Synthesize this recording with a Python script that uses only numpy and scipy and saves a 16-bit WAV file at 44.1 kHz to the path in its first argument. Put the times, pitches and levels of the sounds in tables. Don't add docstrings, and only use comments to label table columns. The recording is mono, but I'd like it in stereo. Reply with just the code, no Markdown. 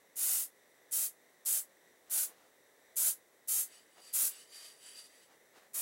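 import sys
import numpy as np
from scipy import signal
from scipy.fft import rfft, irfft, next_fast_len
from scipy.io import wavfile
from scipy.ndimage import uniform_filter1d

SR = 44100
rng = np.random.default_rng(int(sys.argv[2]) if len(sys.argv) > 2 else 0)


def transcribe(u):
    v = np.clip(np.atleast_2d(u).T, -1, 1)
    q = np.round(v * 32767).astype(np.int16)
    wavfile.write(sys.argv[1], SR, q)


N = 256220
TIME = np.arange(N) / SR
CUTOFF_HZ = 15950

# start in seconds, time held in seconds, opening time in seconds,
# hardest push in seconds after the start, its extra level in dB, hiss level in dB before trim,
# mist level in dB before trim, two pitches in Hz that stand out of the hiss, their strength in dB.
PRESSES = [ (0.157, 0.28, 0.017, 0.17, .7, -31.5, -56, 9540, 12150, -9),
           (0.911, 0.15, 0.0054, 0.092, 0.5, -32.5, -58.5, 7750, 9900, -8),
           (1.451, 0.14, 0.003, 0.089, 0.5, -32, -57.5, 8000, 9370, -5),
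           (2.098, 0.15, 0.0091, 0.093, 2.5, -33, -56, 10300, 15200, -17),
           (2.958, 0.15, 0.0035, 0.12, 3, -31, -56, 7400, 10300, -6),
           (3.475, 0.15, 0.0043, 0.11, 2.2, -32.5, -58, 6400, 13000, 1),
           (4.128, 0.15, .004, 0.1, 1, -31, -54.5, 7900, 15000, -18),
           (5.734, 0.12, .007, 0.081, 1, -36.5, -55, 5750, 13100, -3), ]
# frequency in Hz, relative level in dB per Hz.
HISS_SPECTRUM = [(150, -59), (1200, -29), (3200, -16), (4500, -12.5), (5700, -9), (7200, -2), (8500, -1),
                 (10000, 2.5), (11500, 1), (13500, -1.5), (15500, -4.5)]
# frequency in Hz, relative level in dB per Hz.
MIST_SPECTRUM = [(50, -44), (110, -39), (200, -6.5), (400, -2), (800, -1.5), (1400, 1), (2400, -1),
                 (3500, -4.5), (6000, -15)]
# average delay in seconds, strength in dB.
BOOTH_ECHOES = [(.00072, -22), (.0016, -7), (.0029, -5.5), (.0047, -11.5), (.0061, -9.5), (.0078, -14),
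                (.0108, -8.5), (0.0156, -9.5)]
CRACK_S, CRACK_DB = 0.0059, -16
FIRMEST_SHARE = 0.49
EASE_DB_PER_S2 = 250
CLOSING_S = 0.0067
HISS_FALL_DB_PER_S, MIST_FALL_DB_PER_S = 414, 230
MIST_BUILD_S = 0.0069
MIST_EARLY_S = 0.013
PUSH_S = 0.016

# middle in seconds, half length in seconds, then levels
# in dB before trim of skin friction, bright wall ring and hollow wall ring.
STROKES = [ (3.747, 0.067, -67.5, -68.5, -70.5), (3.930, .045, -84, -88, -82),
           (4.075, 0.067, -64.5, -62.5, -70.5), (4.333, 0.046, -62, -67, -65.5),
           (4.41, 0.044, -65, -68, -68.5), (4.560, 0.047, -60.5, -58.5, -76),
           (4.657, 0.073, -60, -59.5, -70), (4.879, 0.061, -62.5, -62.5, -64),
           (4.987, 0.036, -60, -54.5, -69), (5.057, 0.028, -68.5, -65.5, -81),
           (5.154, 0.071, -72.5, -73.5, -79), (5.235, 0.028, -76, -78, -76.5), ]
STROKE_SHAPE = 1.58
# frequency in Hz, relative level in dB per Hz.
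SKIN_SPECTRUM = [(70, -32), (400, -12), (900, -1.5), (2000, 2.5), (3600, 6), (7000, 5), (10500, 5),
                 (13000, -2), (15500, -11)]
# frequency in Hz, width in Hz, relative level in dB.
BRIGHT_MODES = [(4713, 114, 3.5), (7520, 220, -8), (9540, 290, -3), (10850, 550, -3.5)]
# frequency in Hz, width in Hz, relative level in dB.
HOLLOW_MODES = [(1650, 290, -10.5), (2110, 170, -11), (2957, 240, -4), (7830, 290, -1.5), (9470, 240, -1.5)]

# middle in seconds, half length in seconds, level in dB.
BRUSHES = [(2.101, .03, -65), (2.295, 0.037, -63.5), (2.41, 0.1, -68), (3.989, 0.025, -61),
           (4.05, 0.093, -78), (5.324, 0.042, -65.5), (5.573, 0.031, -61), (5.646, 0.042, -67.5)]
# frequency in Hz, relative level in dB per Hz.
CLOTH_SPECTRUM = [(60, -30), (200, -0.5), (600, 9), (1500, 3.5), (3000, -1.5), (7000, -6.5), (15000, -17)]

# frequency in Hz, relative level in dB per Hz.
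AIR_SPECTRUM = [(30, -24), (70, -18), (140, -11.5), (250, -5), (450, 0), (700, -4.5), (1200, -9),
                (2700, -17), (5000, -17.5), (9000, -14.5), (15000, -17.5)]
# frequency in Hz, width in Hz, level in dB before flutter.
HUMS = [(505, 160, -76), (1630, 150, -83), (1915, 217, -73.5), (3720, 350, -81), (5870, 270, -83.5),
        (7720, 160, -85)]
# frequency in Hz, level in dB.
TONES = [(398.4, -84.5), (15735, -87)]

# frequency in Hz, side level relative to the middle in dB.
SPRAY_WIDTH = [(300, -47), (3100, -81), (6300, -33), (8000, -9.5), (10500, -9), (15000, -3)]
# frequency in Hz, side level relative to the middle in dB.
RUBBED_WIDTH = [(300, -28), (700, -7), (1400, -0.5), (3100, -20), (7000, -17.5), (15000, 0)]
# frequency in Hz, side level relative to the middle in dB.
AIR_WIDTH = [(60, -15), (290, -24.5), (480, -15), (750, -3.5), (1200, 4.5), (1900, 4.5), (3000, 0.5),
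             (5000, -17), (7500, -3), (15000, -2)]


def spray(hiss_db, mist_db, sputter_db, surge_db, pitch_width_hz):
    jet = booth(noise(HISS_SPECTRUM, SPRAY_WIDTH), sway=0.03067)
    hiss = np.zeros((2, N))
    mist_gain = np.zeros(N)
    for start, held, opening, push_after, push_db, press_hiss_db, press_mist_db, *pitches, pitch_db in PRESSES:
        push_swell_db = push_db * np.exp(-((TIME - start - push_after) / PUSH_S) ** 2)
        whistle = sum(resonate(jet, hz, pitch_width_hz) for hz in pitches)
        coloured = jet + from_db(pitch_db) * whistle
        coloured = coloured / np.std(coloured.mean(axis=0))
        hiss_valve = valve(start, held, opening, HISS_FALL_DB_PER_S)
        hiss += from_db(press_hiss_db + push_swell_db) * hiss_valve * coloured
        mist_valve = valve(start, held - MIST_EARLY_S, opening + MIST_BUILD_S, MIST_FALL_DB_PER_S)
        mist_gain += from_db(press_mist_db + push_swell_db) * mist_valve
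    mist = mist_gain * booth(noise(MIST_SPECTRUM, SPRAY_WIDTH), sway=0.1)
    flow = from_db(sputter_db * drift(350) + surge_db * drift(30))
    return flow * (from_db(hiss_db) * hiss + from_db(mist_db) * mist)


def valve(start, held, opening, fall_db_per_s):
    t = np.maximum(TIME - start, 0)
    leak = from_db(CRACK_DB) * (t > 0)
    opened = 1 - np.exp(-np.maximum(t - CRACK_S, 0) / opening)
    arch_db = EASE_DB_PER_S2 * (t - FIRMEST_SHARE * held) ** 2
    released_s = CLOSING_S * np.logaddexp(0, (t - held) / CLOSING_S)
    loss_db = np.minimum(arch_db + fall_db_per_s * released_s, 200)
    return (leak + (1 - leak) * opened) * from_db(-loss_db)


def booth(x, sway):
    out = x
    for delay, db in BOOTH_ECHOES:
        moving_delay = delay * (1 + sway * drift(0.2024))
        out = out + from_db(db) * delayed(x, moving_delay)
    return out / np.std(out.mean(axis=0))


def handling(skin_db, bright_db, hollow_db, grip_db, waver_s):
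    friction = noise(SKIN_SPECTRUM, RUBBED_WIDTH) * from_db(grip_db * drift(90))
    skin_gain, bright_gain, hollow_gain = strokes()
    skin = from_db(skin_db) * skin_gain * booth(friction, sway=0.0562)
    bright = from_db(bright_db) * bright_gain * wall(friction, BRIGHT_MODES, waver_s)
    hollow = from_db(hollow_db) * hollow_gain * wall(friction, HOLLOW_MODES, waver_s)
    return skin + bright + hollow


def strokes():
    gains = np.zeros((3, N))
    for middle, half_length, *levels in STROKES:
        swell = np.exp(-np.abs((TIME - middle) / half_length) ** STROKE_SHAPE)
        gains += np.outer(from_db(levels), swell)
    return gains


def wall(friction, modes, waver_s):
    ring = np.zeros((2, N))
    for hz, width, db in modes:
        mode = resonate(resonate(friction, hz, width), hz, width)
        ring += from_db(db) * mode / np.sqrt(width)
    ring = delayed(ring, waver_s * drift(1.51))
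    power = uniform_filter1d(np.mean(ring ** 2, axis=0), size=1500)
    return ring / np.sqrt(power + 1e-18)


def sleeve(grain_db):
    swell = sum(from_db(db) * np.exp(-((TIME - s) / half_length) ** 2) for s, half_length, db in BRUSHES)
    return swell * noise(CLOTH_SPECTRUM, RUBBED_WIDTH) * from_db(grain_db * drift(140))


def background(air_db, flutter_db):
    air = noise(AIR_SPECTRUM, AIR_WIDTH)
    whirr = np.zeros(N)
    for hz, width, db in HUMS:
        once = resonate(rng.standard_normal(N), hz, 2 * width)
        whirr += from_db(db) * rms_one(resonate(once, hz, 2 * width))
    whine = sum(from_db(db) * np.sqrt(2) * np.sin(2 * np.pi * hz * TIME) for hz, db in TONES)
    return from_db(air_db) * air + from_db(flutter_db * drift(4.3)) * whirr + whine


def noise(spectrum, side_spectrum):
    size = next_fast_len(N)
    hz = np.arange(size // 2 + 1) * SR / size
    colour = from_db(at_hz(spectrum, hz)) * (hz < CUTOFF_HZ + 300)
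    white = rfft(rng.standard_normal((2, size)))
    mid = irfft(white[0] * colour, size)[:N]
    side = irfft(white[1] * colour * from_db(at_hz(side_spectrum, hz)), size)[:N]
    return np.array([mid + side, mid - side]) / np.std(mid)


def resonate(x, hz, width):
    r = np.exp(-np.pi * width / SR)
    top = np.array([1, 0, -1]) * (1 - r * r) / 2
    return signal.lfilter(top, [1, -2 * r * np.cos(2 * np.pi * hz / SR), r * r], x)


def delayed(x, seconds):
    fine = signal.resample_poly(x, 2, 1, axis=1)
    place = 2 * SR * (TIME - seconds)
    return np.array([np.interp(place, np.arange(2 * N), side, left=0) for side in fine])


def drift(rate):
    step = 40
    r = np.exp(-2 * np.pi * rate * step / SR)
    draws = rng.standard_normal(N // step + 2002)
    slow = signal.lfilter([1], [1, -2 * r, r * r], draws)[2000:]
    return np.interp(np.arange(N) / step, np.arange(len(slow)), rms_one(slow))


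def at_hz(points, hz):
    points = np.array(points)
    return np.interp(np.log(hz + 1), np.log(points[:, 0]), points[:, 1])


def from_db(db):
    return 10 ** (np.asarray(db) / 20)


def rms_one(x):
    return x / np.sqrt(np.mean(x ** 2) + 1e-20)


def scene():
    paint = spray(hiss_db=0.5, mist_db=1.47, sputter_db=0.68, surge_db=0.5, pitch_width_hz=150)
    hands = handling(skin_db=5.5, bright_db=2.5, hollow_db=8, grip_db=0.4, waver_s=0.00015)
    return paint + hands + sleeve(grain_db=0.5) + background(air_db=-69.0, flutter_db=1.25)


def record(dry):
    heard = dry + 0.045 * resonate(dry, 13500, 5000) * [[1], [-1]]
    steep_cut = signal.ellip(12, 0.2, 70, CUTOFF_HZ - 100, fs=SR, output="sos")
    return signal.sosfilt(steep_cut, heard)


dry = scene()
out = record(dry)
transcribe(out)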